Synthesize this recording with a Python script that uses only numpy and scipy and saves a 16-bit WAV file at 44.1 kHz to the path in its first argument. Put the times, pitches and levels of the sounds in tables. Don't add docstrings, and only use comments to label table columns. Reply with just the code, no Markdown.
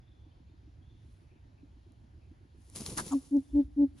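import sys
import numpy as np
from scipy import signal
from scipy.fft import rfft, irfft
from scipy.io import wavfile
from scipy.ndimage import uniform_filter1d

SR = 44100
rng = np.random.default_rng(int(sys.argv[2]) if len(sys.argv) > 2 else 0)


def wrap_up_sound(samples):
    columns = np.atleast_2d(samples).T
    tamed = np.clip(columns, -1, 1)
    steps = np.round(tamed * 32767).astype(np.int16)
    wavfile.write(sys.argv[1], SR, steps)


N = 176400
T = np.arange(N) / SR
HZ = np.fft.rfftfreq(N, 1 / SR)


def amp(db):
    return 10 ** (np.asarray(db) / 20)


def unit(x):
    return x / np.sqrt(np.mean(x ** 2) + 1e-20)


def read(points, hz):
    f, value = np.transpose(points)
    return np.interp(np.log(hz + 1), np.log(f + 1), value)


def add(mix, s, sound):
    part = mix[:, max(round(s * SR), 0):][:, :sound.shape[1]]
    part += sound[:, :part.shape[1]]


def pan(db):
    return amp(np.array([np.atleast_1d(db), -np.atleast_1d(db)]) / 2)


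def alike(pair, same):
    same = np.clip(same, -1, 1)
    return np.array([pair[0], same * pair[0] + np.sqrt(1 - same ** 2) * pair[1]])


def colour(x, points):
    return irfft(rfft(x) * unit(amp(read(points, HZ))), N)


def strikes(events, rise_s, fall_s):
    return sum(amp(db) * np.exp(-(np.minimum(T - s, 0) / rise_s) ** 2 - np.clip((T - s) / fall_s, 0, 50))
               for s, db in events)


def fuzzy(hz, width_hz, size):
    z = rng.standard_normal((2, size)) + 1j * rng.standard_normal((2, size))
    z = signal.sosfilt(signal.butter(4, width_hz / 2, fs=SR, output="sos"), z)
    return z * np.exp(2j * np.pi * np.cumsum(hz * np.ones(size)) / SR)


def waver(length, size):
    return unit(uniform_filter1d(uniform_filter1d(rng.standard_normal(SR), size), size))[:length]


def air(level_db=-56.5, patch_db=1.2):
    spectrum = [(12, -54.5), (25, -39), (38, -23.5), (55, 2), (90, 1), (130, -8.5), (192, -16.5),
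                (283, -20), (456, -27), (900, -29.5), (1150, -35.5), (1600, -35), (2500, -39.5),
                (4370, -42), (7020, -50), (8300, -67), (10100, -51.5), (11600, -72.5), (15800, -76)]
    likeness = [(60, 0.97), (130, 1), (290, 0.59), (640, -0.11), (1410, -0.37), (3100, 0.76), (6820, 0.53),
                (15000, 0.6)]
    balance = [(60, 0), (110, -4), (200, -3), (380, 1.5), (700, 1.5), (1290, 0), (2380, 1), (4400, 3),
               (8120, -2), (15000, -3)]
    frames, hz = N // 512 + 5, np.fft.rfftfreq(2048, 1 / SR)
    a, b, c, d, patches = rng.standard_normal((5, frames, len(hz)))
    patches = unit(uniform_filter1d(uniform_filter1d(patches, size=10, axis=0), size=30, axis=1))
    bands = alike([a + 1j * b, c + 1j * d], read(likeness, hz))
    bands = bands * amp(read(spectrum, hz) + patch_db * patches) * pan(read(balance, hz))[:, None]
    _, noise = signal.istft(bands.transpose(0, 2, 1), nperseg=2048, noverlap=1536)
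    return amp(level_db) * unit(noise[:, :N])


def wood(x, t60_s=0.72, build_s=0.011, echoes_per_s=2000):
    t = T[:SR]
    taps = rng.standard_normal((2, SR)) * (rng.random((2, SR)) < echoes_per_s / SR)
    tail = alike(taps, 0.49) * amp(-60 * t / t60_s) * np.minimum(t / build_s, 1) ** 2
    return signal.fftconvolve(x, tail / np.linalg.norm(tail[0]), axes=1)[:, :N]


def engine(cycle_s=.1365, vary_db=2.24):
    # delay/s, level/dB, f/Hz, width/Hz, rise/s, fall/s
    strokes = [(.092, -65, 310, 130.6, 0.0059, 0.019), (0.111, -51.5, 71.85, 30.04, 0.01, .015),
               (0.1322, -57.5, 274.5, 112, 0.0042, 0.012)]
    out = np.zeros((2, N))
    for delay, db, hz, width_hz, rise, fall in strokes:
        times = np.arange(delay - cycle_s, T[-1] + cycle_s, cycle_s)
        beats = strikes(zip(times, vary_db * rng.standard_normal(40)), rise, fall)
        band = alike(fuzzy(hz, width_hz, N), np.interp(hz, [70, 300], [.995, .85]))
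        evened = band.real / np.sqrt(abs(band) ** 2 + .5 * np.mean(abs(band) ** 2))
        out += amp(db) * beats * unit(evened)
    return out * pan(-1.1)


def small_birds(chirp_s=0.036, wobble=0.03, wet_db=-0.5):
    twitters = [(.035, -77, 3480, 2987), (.08, -73, 3500, 4000), (.12, -73, 3523, -3000),
                (.162, -79, 3450, 3000), (.208, -78, 3400, 5997), (.247, -76, 3500, 3000),
                (.32, -75.5, 3170, 11995), (.35, -83, 3550, 8002), (.5, -78.5, 3600, 8997),
                (.828, -75, 3300, 3000), (.867, -75.5, 3467, 3000), (.903, -73.5, 3520, 2000),
                (.922, -77, 3540, -4000), (.95, -80, 3439, 6997), (3.455, -78, 3600, 12000),
                (3.5, -75.5, 3465, 12000)]
    calls = [(0.482, -84), (1.179, -84), (1.314, -78), (1.366, -85), (1.59, -79), (2.23, -78)]
    chirps = np.zeros((2, N))
    t = np.arange(0, chirp_s, 1 / SR) - chirp_s / 2
    for s, db, hz, glide in twitters:
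        pitch = hz * (1 + wobble * waver(len(t), size=40)) + glide * t
        chirp = np.hanning(len(t)) * np.sin(2 * np.pi * np.cumsum(pitch) / SR)
        add(chirps, s - chirp_s / 2, pan(1.5) * amp(db) * chirp)
    echoes = amp(wet_db) * wood(chirps)
    chatter = unit(alike(fuzzy(hz=2500, width_hz=440, size=N), .6).real)
    return chirps + echoes + strikes(calls, rise_s=.018, fall_s=.044) * chatter


def steps(thud_hz=59, thud_s=0.028):
    scuffs = [(1.032, -81), (1.208, -79), (1.581, -96), (1.679, -94), (2.218, -84), (3.389, -74.5),
              (3.56, -70), (3.61, -70), (3.82, -71.5), (3.99, -68.5)]
    spectrum = [(200, -19.5), (700, -5.5), (1500, 4), (2400, -2), (3800, 2), (6000, -8.5), (8300, -25),
                (10000, -14), (12000, -41.5)]
    landings = [(3.556, -34), (3.66, -40.5), (3.75, -47.5), (3.815, -46.5)]
    litter = colour(alike(rng.standard_normal((2, N)), .5), spectrum)
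    thuds = sum(amp(db) * np.exp(-((T - s) / thud_s) ** 2) * np.sin(2 * np.pi * thud_hz * (T - s))
                for s, db in landings)
    return thuds + pan(3) * strikes(scuffs, rise_s=.018, fall_s=.02) * litter


def leaves(crackles_per_s=2200, spread_db=3, hiss=0.82, snap_s=0.00043, left_lead_s=.00002):
    stir = [(0, -100), (.95, -93.5), (1.12, -81), (1.4, -95), (1.9, -91), (2.53, -91), (2.62, -74),
            (2.72, -67.5), (2.77, -50), (2.94, -52.5), (3.09, -52.5), (3.19, -61.5), (3.27, -62),
            (3.32, -70), (3.6, -75), (3.7, -87), (3.82, -78), (3.93, -87.5), (4, -63.5)]
    brushes = [(2.764, -45), (2.81, -53.5), (2.868, -44), (2.902, -51), (2.926, -54.5), (2.981, -34),
               (3.002, -50), (3.068, -53), (3.091, -53.5), (3.128, -55.5)]
    breaks = [(1.124, -68), (1.921, -61), (2.7, -45.5), (2.761, -34), (2.839, -40), (2.8632, -24.5),
              (2.903, -42.5), (2.975, -29), (3.01, -39), (3.065, -41), (3.078, -41.5), (3.368, -48),
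              (3.406, -60.5)]
    spectrum = [(290, -24.5), (500, 1.5), (545, -4.5), (717, -10), (1030, -8.5), (1610, -17), (5580, -4.5),
                (7660, -5.5), (8350, -15), (9240, -1), (10200, 1.5), (11500, -11), (12300, -40),
                (14300, -17), (15800, -32)]
    balance = [(500, 1.5), (2400, 8.5), (4400, 1.5), (8000, 1.5), (15000, -2)]
    size = amp(spread_db * np.minimum(rng.exponential(1, (2, N)), 5))
    crackle = size * rng.choice([-1, 1], (2, N)) * (rng.random((2, N)) < crackles_per_s / SR)
    grain = unit(alike(unit(crackle) + hiss * rng.standard_normal((2, N)), 0.6))
    push = amp(np.interp(T, *np.transpose(stir))) + strikes(brushes, rise_s=.0082, fall_s=.014)
    snaps = strikes(breaks, snap_s / 10, snap_s) * alike(rng.standard_normal((2, N)), .7)
    microphones = pan(read(balance, HZ)) * np.exp(-2j * np.pi * np.outer([0, left_lead_s], HZ))
    return irfft(rfft(colour(push * grain + snaps, spectrum)) * microphones, N)


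def wings():
    puffs = [(2.766, -46), (2.811, -41.5), (2.891, -41), (2.925, -42), (2.98, -37), (3.024, -46.5),
             (3.072, -45)]
    spectrum = [(40, -8), (80, 1.5), (200, 3), (380, -3), (600, -16.5), (1000, -25.5), (2000, -44),
                (5000, -79)]
    # t/s, length/s, level/dB, first f/Hz, last f/Hz, width/Hz,
    # left lead/rad, left-right correlation, left-right/dB
    swishes = [(2.967, .055, -35.5, 1501, 1151, 1150, 2.2, 0.53, 3.5),
               (3.106, .052, -41.5, 1188, 680, 558.4, .66, 0.79, 2),
               (3.111, .032, -49.5, 7090, 7240, 1200, 0.24, 0.44, 0.5)]
    beats = strikes(puffs, rise_s=.0093, fall_s=.025)
    out = beats * colour(alike(rng.standard_normal((2, N)), 0.99), spectrum)
    for start, length, db, first_hz, last_hz, width_hz, lead, same, side_db in swishes:
        progress = np.linspace(0, 1, round(length * SR))
        band = alike(fuzzy(first_hz + (last_hz - first_hz) * progress, width_hz, len(progress)), same)
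        swish = unit((band * np.exp([[0], [-1j * lead]])).real)
        arch = np.sin(np.pi * progress ** 0.89) ** 2
        add(out, start, amp(db) * pan(side_db) * arch * swish)
    return out


def hoots(rise_s=0.047, fall_s=0.023, swell_db=2.5, husk_db=-41):
    notes = [(3.105, 0.051, 281, -22.5), (3.308, 0.06, 285.7, -19), (3.529, 0.067, 288, -18),
             (3.762, 0.072, 287.4, -17.5)]
    # level/dB, exponent of effort, left lead/rad, left-right/dB
    harmonics = [(3, 1.093, .26, 1), (-20.5, 2.1, 1, 3.5), (-34.5, 1.9, 0.5, 8.5)]
    trunks = [(0.0116, -26.5), (0.0226, -22)]
    jitter, shimmer = 0.011, 0.017
    scoop_s, sag_s, sag_lead_s = .014, .047, .01
    voice = np.zeros((2, N))
    for start, length, hz, db in notes:
        t = np.arange(0, length + .08, 1 / SR)
        attack = np.sin(np.pi / 2 * np.minimum(t / rise_s, 1)) ** 1.1
        release = np.exp(-(np.maximum(t - length, 0) / fall_s) ** 2)
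        swell = amp(swell_db * (np.minimum(t / length, 1) - 1.64))
        effort = attack * release * swell * np.exp(shimmer * waver(len(t), size=300))
        scoop = .025 * np.exp(-t / scoop_s)
        sag = .061 * np.clip((t - length + sag_lead_s) / sag_s, 0, 1)
        pitch = hz * (1 - scoop - sag + jitter * waver(len(t), size=200))
        phase = 2 * np.pi * np.cumsum(pitch) / SR
        breath = fuzzy(hz=439.6, width_hz=250, size=len(t))[0].real
        husk = unit(breath * (1 + .5 * np.cos(phase)))
        add(voice, start, amp(db + husk_db) * pan(2) * effort * husk)
        for k, (part_db, growth, lead, side_db) in enumerate(harmonics, 1):
            partial = np.sin([k * phase, k * phase - lead])
            add(voice, start, amp(db + part_db) * pan(side_db) * effort ** growth * partial)
    heard = voice.copy()
    for delay, db in trunks:
        add(heard, delay, amp(db) * voice)
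    return heard


def scene():
    voice = hoots()
    rustle = wings() + leaves() + steps()
    echoes = wood(amp(-28) * voice + amp(-24.5) * rustle)
    return voice + rustle + echoes + engine() + small_birds() + air()


def record(dry, edge_hz=15600):
    lowpass = signal.firwin(511, edge_hz, window=("kaiser", 9), fs=SR)
    return signal.oaconvolve(dry, lowpass[None], "same")


dry = scene()
out = record(dry)
wrap_up_sound(out)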